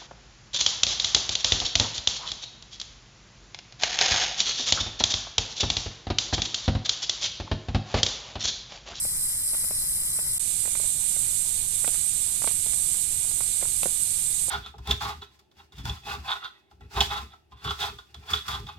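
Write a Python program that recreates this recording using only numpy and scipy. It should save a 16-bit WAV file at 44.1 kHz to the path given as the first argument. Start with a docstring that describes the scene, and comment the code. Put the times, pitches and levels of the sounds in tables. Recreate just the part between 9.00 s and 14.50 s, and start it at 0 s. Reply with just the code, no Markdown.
"""Sap boils out of a burning log at an outdoor fire: steam hisses through the pores of the wood.
First the foaming cut end is heard from the front, as patchy noise coloured by pore resonances.
After a brief break the place is beside the embers: the jet, stronger to the right, swells and sags.
Throughout, flames rumble softly as slowly fluttering low noise and gas pockets pop as damped swings.
From the embers on, the char snaps now and then: short bright noise with a woody knock and rattle."""
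import sys
import numpy as np
from scipy import signal
from scipy.fft import rfft, irfft
from scipy.io import wavfile
from scipy.ndimage import uniform_filter1d

SR = 44100
rng = np.random.default_rng(int(sys.argv[2]) if len(sys.argv) > 2 else 0)


def to_wav(sig):
    """Store sig (one row per channel, or 1-D mono) as 16-bit WAV at the path in sys.argv[1].

    Samples outside -1..1 are clipped; the rate is SR.
    """
    pcm = np.clip(np.atleast_2d(sig), -1, 1) * 32767
    pcm = np.round(pcm).astype(np.int16)
    wavfile.write(sys.argv[1], SR, pcm.T)  # frames by channels


N = 242550
TIME_S = np.arange(N) / SR
FREQS_HZ = np.fft.rfftfreq(N, 1 / SR)


def amp(db):
    """Decibels to gain."""
    return 10 ** (np.asarray(db) / 20)


def unit(x):
    """Scales to rms 1."""
    return x / np.sqrt(np.mean(x ** 2) + 1e-20)


def peaked(x):
    """Scales each channel to peak 1."""
    return x / abs(x).max(axis=-1, keepdims=True)


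def over_time(points):
    """A time table joined by straight lines."""
    return np.interp(TIME_S, *np.transpose(points))


def over_freqs(points):
    """A spectrum table joined by straight lines on a log-frequency axis."""
    hz, value = np.transpose(points)
    return np.interp(np.log(FREQS_HZ + 1), np.log(hz + 1), value)


def add(mix, start_s, sound):
    """Lays a stereo sound into the mix at start_s."""
    first = max(round(start_s * SR), 0)
    part = mix[:, first:][:, :sound.shape[1]]
    part += sound[:, :part.shape[1]]


def band(x, low_hz, high_hz, order=2):
    """Causal band-pass."""
    edges_hz = [low_hz, min(high_hz, SR / 2 - 1)]
    return signal.sosfilt(signal.butter(order, edges_hz, "band", fs=SR, output="sos"), x)


def bell(hz, width_hz):
    """A smooth bump over FREQS_HZ, 1 at its centre."""
    return np.exp(-((FREQS_HZ - hz) / width_hz) ** 2)


def filtered(x, gain):
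    """Applies a gain per frequency without delay."""
    return irfft(rfft(x) * gain, N)


def colour(white, db):
    """Gives white noise of rms 1 a spectrum in dB per Hz."""
    return filtered(white, amp(db)) * np.sqrt(SR / 2)


def wander(rate_hz):
    """A random flutter of rms 1, mostly between a quarter of rate_hz and rate_hz."""
    highpass = FREQS_HZ / (FREQS_HZ + rate_hz / 4)
    lowpass = 1 / (1 + (FREQS_HZ / rate_hz) ** 2)
    return unit(filtered(rng.standard_normal(N), highpass * lowpass))


def turbulence(patch_db, likeness, lag_s):
    """Many small vents flare on their own; the left ear hears the shared part lag_s later."""
    z = signal.stft(rng.standard_normal((2, N)), nperseg=256)[2]
    patches = uniform_filter1d(rng.standard_normal(z.shape), size=8, axis=1)  # over frequency
    patches = unit(uniform_filter1d(patches, size=14, axis=2))  # over time
    flaring = signal.istft(z * amp(patch_db * patches), nperseg=256)[1]
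    own, right = unit(flaring[:, :N])
    shared = np.clip(over_freqs(likeness), -1, 1)
    delayed = rfft(right) * np.exp(-2j * np.pi * FREQS_HZ * lag_s)
    left = irfft(shared * delayed + np.sqrt(1 - shared ** 2) * rfft(own), N)
    return left, right


def vent(noise, slope, pores):
    """Turbulence takes the broad colour of the jet and rings the pores; a small jet lacks bass."""
    ring_db = sum(db / (1 + (2 * (FREQS_HZ - hz) / width_hz) ** 2) for hz, width_hz, db in pores)
    bass_db = -10 * np.log10(1 + (160 / (FREQS_HZ + 1)) ** 2)
    return colour(noise, over_freqs(slope) + ring_db + bass_db)


# broad steam colour per ear, before pores: (frequency [Hz], density [dB per Hz])
END_LEFT_SLOPE = [(500, -88.8), (1500, -85.4), (2800, -86.1), (4500, -77.1), (7500, -77.1), (9500, -66.7),
                  (11200, -63.6), (11700, -73.8), (13400, -66.6), (14300, -70.0)]
END_RIGHT_SLOPE = [(500, -88.4), (1500, -85.4), (2800, -87.9), (4500, -79.3), (6000, -81.7), (7000, -75.5),
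                   (8500, -59.9), (10400, -72.6), (10900, -81.3), (12400, -77.9), (14300, -86.5)]
# resonances of pores, cracks and gaps between logs: (frequency [Hz], width [Hz], lift [dB])
END_LEFT_RINGS = [(3099, 347, 4.3), (3557, 117, 3.1), (4872, 242, 4.0), (5434, 559, 5.2), (7155, 559, 4.3),
                  (9053, 317, 2.8), (10654, 508, 8.9)]
END_RIGHT_RINGS = [(1984, 278, 7.6), (3093, 419, 6.3), (3565, 164, 5.0), (4155, 248, 5.0), (5207, 222, 6.5),
                   (7440, 372, 6.1), (8156, 248, 6.0), (8804, 438, 4.1)]
# likeness of the ears, clipped to +-1, negative = opposite phase: (frequency [Hz], correlation [1])
END_EAR_LIKENESS = [(500, 0.4), (1100, 0.075), (1600, -0.3), (2400, 0.083), (2600, -1), (3750, -1),
                    (4100, -0.0085), (4380, -1.5), (4750, -0.14), (5200, 0.22), (6600, -0.13),
                    (9200, -0.35), (13000, 0.0085)]


def cut_end():
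    """Steam hisses from the foaming end grain: vent noise with a fast level flutter."""
    left, right = turbulence(patch_db=1.55, likeness=END_EAR_LIKENESS, lag_s=0)
    left = vent(left, END_LEFT_SLOPE, END_LEFT_RINGS)
    right = vent(right, END_RIGHT_SLOPE, END_RIGHT_RINGS)
    return np.array([left, right]) * amp(0.23 * wander(rate_hz=70))


# broad steam colour per ear, before pores: (frequency [Hz], density [dB per Hz])
EMBERS_LEFT_SLOPE = [(500, -88.7), (1700, -85.3), (4000, -87.5), (5400, -91.2), (7800, -83.5),
                     (9700, -72.9), (11000, -72.0), (13200, -80.1), (14300, -87.8)]
EMBERS_RIGHT_SLOPE = [(500, -86.1), (1200, -86.8), (2700, -85.2), (4600, -74.9), (5300, -77.1),
                      (6800, -68.7), (8500, -64.0), (10000, -62.0), (12500, -72.6), (14300, -75.6)]
# resonances of pores, cracks and gaps between logs: (frequency [Hz], width [Hz], lift [dB])
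EMBERS_LEFT_RINGS = [(3171, 279, 1.9), (3769, 150, 4.0), (4530, 185, 3.4), (5857, 364, 6.2),
                     (6726, 223, 5.9), (7316, 182, 3.7), (10420, 226, 3.2)]
EMBERS_RIGHT_RINGS = [(1631, 280, 3.8), (2402, 247, 7.3), (2928, 349, 6.1), (3587, 480, 7.5),
                      (4120, 249, 3.8), (6217, 279, 3.1), (6771, 100, 1.8), (7408, 410, 5.8),
                      (8398, 1119, 11.5)]
# likeness of the ears, negative = opposite phase: (frequency [Hz], correlation [1])
EMBERS_EAR_LIKENESS = [(500, 0.065), (1000, 0.98), (1350, 0.83), (1750, 0.78), (2200, -0.55), (3000, 0.48),
                       (8000, -0.24), (13000, 0.044)]
# highest treble of the steam at the left ear: (time [s], level [dB])
LEFT_SHEEN = [(1.4, 0), (2.8, 1), (3.05, -5.5), (3.6, -1.5), (5.5, 0)]
# steam pressure, as heard in the whistling core: (time [s], level [dB])
JET_PRESSURE = [(1.41, -1.5), (1.48, 0.2), (1.8, -0.3), (1.86, 1.5), (1.95, -1.8), (2.02, 0.8), (2.25, 0.8),
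                (2.48, -0.2), (2.66, -2.5), (2.8, 1), (2.95, 1.5), (3.25, -0.9), (3.48, 1.1), (3.64, 0),
                (3.74, 2.1), (4.1, -1), (5.02, 0.4), (5.5, -0.5)]


def beside_embers():
    """Steam pressure drives the whistling core fully and the fizz around it by a share of its dB."""
    left, right = turbulence(patch_db=0.88, likeness=EMBERS_EAR_LIKENESS, lag_s=11 / SR)
    left = vent(left, EMBERS_LEFT_SLOPE, EMBERS_LEFT_RINGS)
    right = vent(right, EMBERS_RIGHT_SLOPE, EMBERS_RIGHT_RINGS)
    sheen = filtered(left, bell(11700, 930))
    left = left + sheen * (amp(over_time(LEFT_SHEEN)) - 1)
    steam = np.array([left, right])
    pressure_db, fizz_share = over_time(JET_PRESSURE), 0.34
    whistle = filtered(steam, bell(7900, 1000))
    fizz = steam - whistle
    core = whistle * amp(pressure_db + 0.065 * wander(rate_hz=76))
    jet = core + fizz * amp(fizz_share * pressure_db)
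    return jet * amp(0.23 * wander(rate_hz=78))


def swing_of_gas(t, hz, slowing):
    """One heavily damped, slowing swing; larger, lower pockets ring for more cycles."""
    turns = np.cumsum(hz * (1 - slowing * (1 - np.exp(-t * hz * 3)))) / SR
    decay_cycles = 0.32 * max(786 / hz, 1) ** 1.8  # grows as pitch falls below 786 Hz
    return np.sin(2 * np.pi * turns) * np.exp(-turns / decay_cycles)


def splintering(t, high_hz, fibres_per_s=4000, decay_s=0.003, first_fibre=2.7):
    """Fibres break at random instants, ever weaker."""
    fibres = rng.standard_normal(len(t)) * (rng.random(len(t)) < fibres_per_s / SR)
    fibres[0] = first_fibre  # mostly the loudest
    return unit(band(fibres * np.exp(-t / decay_s), 1410, high_hz, order=4))


# ring of the hollow between the logs: (frequency [Hz], width [Hz], level [dB])
HOLLOW_RINGS = [(165, 31, 1.5), (586, 71, -14), (1080, 57, -16)]
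# neighbouring logs throw each pop back: (nominal delay [s], gain [1])
LOG_ECHOES = [(.0018, 0.3), (.0044, 0.57)]


def pop(db, hz, splinter_db, slowing=0.11, splinter_hz=2600, muffle_hz=2750,
        scatter_db=-19, scatter_decay_s=0.029):
    """A gas burst swings and splinters the wood, which muffles it; hollow and logs answer."""
    t = np.arange(3072) / SR
    swing = swing_of_gas(t, hz, slowing)
    splinter = amp(splinter_db) * splintering(t, splinter_hz) * swing.std()
    burst = band(swing + splinter, 210, 5600, order=1)
    burst = signal.sosfilt(signal.butter(6, muffle_hz, fs=SR, output="sos"), burst)
    rings = [amp(lift_db) * signal.lfilter(*signal.iirpeak(ring_hz, ring_hz / width_hz, SR), burst)
             for ring_hz, width_hz, lift_db in HOLLOW_RINGS]
    burst = burst + sum(rings)
    scatter = rng.standard_normal((2, len(t))) * np.exp(-t / scatter_decay_s)
    paths = amp(scatter_db) / 2 * scatter / np.sqrt(SR / hz / 4)
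    paths[:, 0] = 1  # direct sound
    for delay_s, gain in LOG_ECHOES:
        # each pop, and each ear, by its own path
        arrival_s = delay_s * rng.uniform(0.676, 1.346) * rng.uniform(0.958, 1.005, 2)
        taps = np.clip(np.round(arrival_s * SR).astype(int), 1, len(t) - 1)
        paths[[0, 1], taps] += gain
    return amp(db) * signal.fftconvolve(paths, burst[None], axes=1)


# gas pockets bursting in the wood; splintering is relative to the swing, before muffling:
# (time [s], level [dB], pitch [Hz], splintering [dB])
POCKET_BURSTS = [(0.0511, -26, 630, -8), (0.5337, -26.5, 900, -6), (0.547, -21.5, 1320, -11),
                 (0.641, -30.5, 700, -2), (0.709, -22.5, 690, -9), (1.1886, -23, 796, -7),
                 (1.6418, -35, 840, -8), (1.6550, -28, 750, -1), (1.6765, -27, 700, -7),
                 (1.753, -20, 1400, -2), (1.7987, -26.5, 680, -9), (1.841, -32.5, 650, -7),
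                 (2.164, -31.5, 615, -3), (2.8444, -20, 780, -0.5), (2.878, -18, 694, -18),
                 (2.943, -33, 750, 3), (2.9545, -29, 1200, -6), (3.4193, -22, 850, -4),
                 (3.4427, -15.5, 960, -14), (3.4743, -13.5, 875, -9), (3.5109, -30.5, 900, -2),
                 (3.6631, -29, 660, -9), (3.734, -30.5, 1210, 2), (3.9455, -32, 1100, -1),
                 (4.2488, -32, 725, -12), (4.3129, -31, 950, -1), (4.407, -20, 1080, -7),
                 (4.6133, -30, 920, -2), (4.6263, -21.5, 620, -8.5), (4.6535, -26, 1100, -2),
                 (4.8317, -17, 890, -17), (4.8575, -15.5, 544, -13), (5.483, -25.5, 690, -22)]


def gas_pockets(count=2, wait_s=0.0048, after_db=-25, after_hz=1100, spread_db=4, spread_octaves=0.64):
    """Each burst sets off count weaker ones, wait_s apart on average, of random level and pitch."""
    out = np.zeros((2, N))
    for start_s, db, hz, splinter_db in POCKET_BURSTS:
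        add(out, start_s, pop(db, hz, splinter_db))
        for after_s in np.cumsum(rng.exponential(wait_s, count)):
            size, pitch = 2 * rng.random(2) - 1
            weaker_db = db + after_db + spread_db * size
            weaker_hz = after_hz * 2 ** (spread_octaves * pitch)
            add(out, start_s + after_s, pop(weaker_db, weaker_hz, splinter_db))
    return out


def snap(db, knock_db, rattle_db, decay_s=0.00049, tail_db=-19, tail_decay_s=0.004,
         knock_decay_s=0.00028, rattle_decay_s=0.022, right_db=-7):
    """Char cracks brightly to the left, a splitting fibre knocks the wood and crumbs rattle."""
    char_hz, wood_hz = (9300, 11700), (2200, 4300)
    t = np.arange(2048) / SR
    fade = np.exp(-t / decay_s) + amp(tail_db) * np.exp(-t / tail_decay_s)  # tail: short reflections
    crack = band(rng.standard_normal((2, len(t))) * fade, *char_hz)
    knock = band(rng.standard_normal(len(t)) * np.exp(-t / knock_decay_s), *wood_hz, order=3)
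    grains = rng.standard_normal((2, len(t))) ** 3  # cubed: sparse peaks
    crumbs = band(grains * np.exp(-t / rattle_decay_s), *wood_hz)
    parts = peaked(crack) + amp(knock_db) * peaked(knock) + amp(rattle_db) * peaked(crumbs)
    return amp(db) * parts * amp([[0], [right_db]])


# snaps of the char; level is the crack's peak at the left ear, knock and rattle relative to it:
# (time [s], level [dB], knock [dB], rattle [dB])
CHAR_SNAPS = [(2.3117, -15.5, -26, -32), (2.8779, -11.5, -9, -23), (3.4745, -25, 4, -2),
              (4.8321, -11.5, -6, -15)]


def char():
    """A few sharp snaps as the brittle char cracks."""
    out = np.zeros((2, N))
    for start_s, db, knock_db, rattle_db in CHAR_SNAPS:
        add(out, start_s, snap(db, knock_db, rattle_db))
    return out


# flame rumble: (frequency [Hz], density [dB per Hz])
FLAME_RUMBLE = [(10, -64), (30, -69), (65, -68), (110, -71), (160, -72.5), (215, -84.5), (380, -88),
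                (600, -103), (1500, -110)]


def flames():
    """Eddies make a low fluttering rumble, nearly alike at both ears."""
    eddies = rng.standard_normal(N) + amp(-12.5) * rng.standard_normal((2, N))
    return colour(eddies, over_freqs(FLAME_RUMBLE)) * amp(1.0 * wander(rate_hz=3.6))


def scene():
    """The two listening places one after the other, with a near-silent instant between them."""
    break_from_s, break_to_s, break_db = 1.383, 1.3953, -32
    steam = np.where(TIME_S < break_from_s, cut_end(), beside_embers())
    in_break = (TIME_S > break_from_s) & (TIME_S < break_to_s)
    level = uniform_filter1d(np.where(in_break, amp(break_db), 1.), size=24)
    return (steam + gas_pockets() + char() + flames()) * level


def record(dry):
    """Linear-phase low-pass that limits the band."""
    lowpass = signal.firwin(511, 14300, window=("kaiser", 8), fs=SR)  # edge in Hz
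    return signal.oaconvolve(dry, lowpass[None], "same")


dry = scene()
out = record(dry)
to_wav(out)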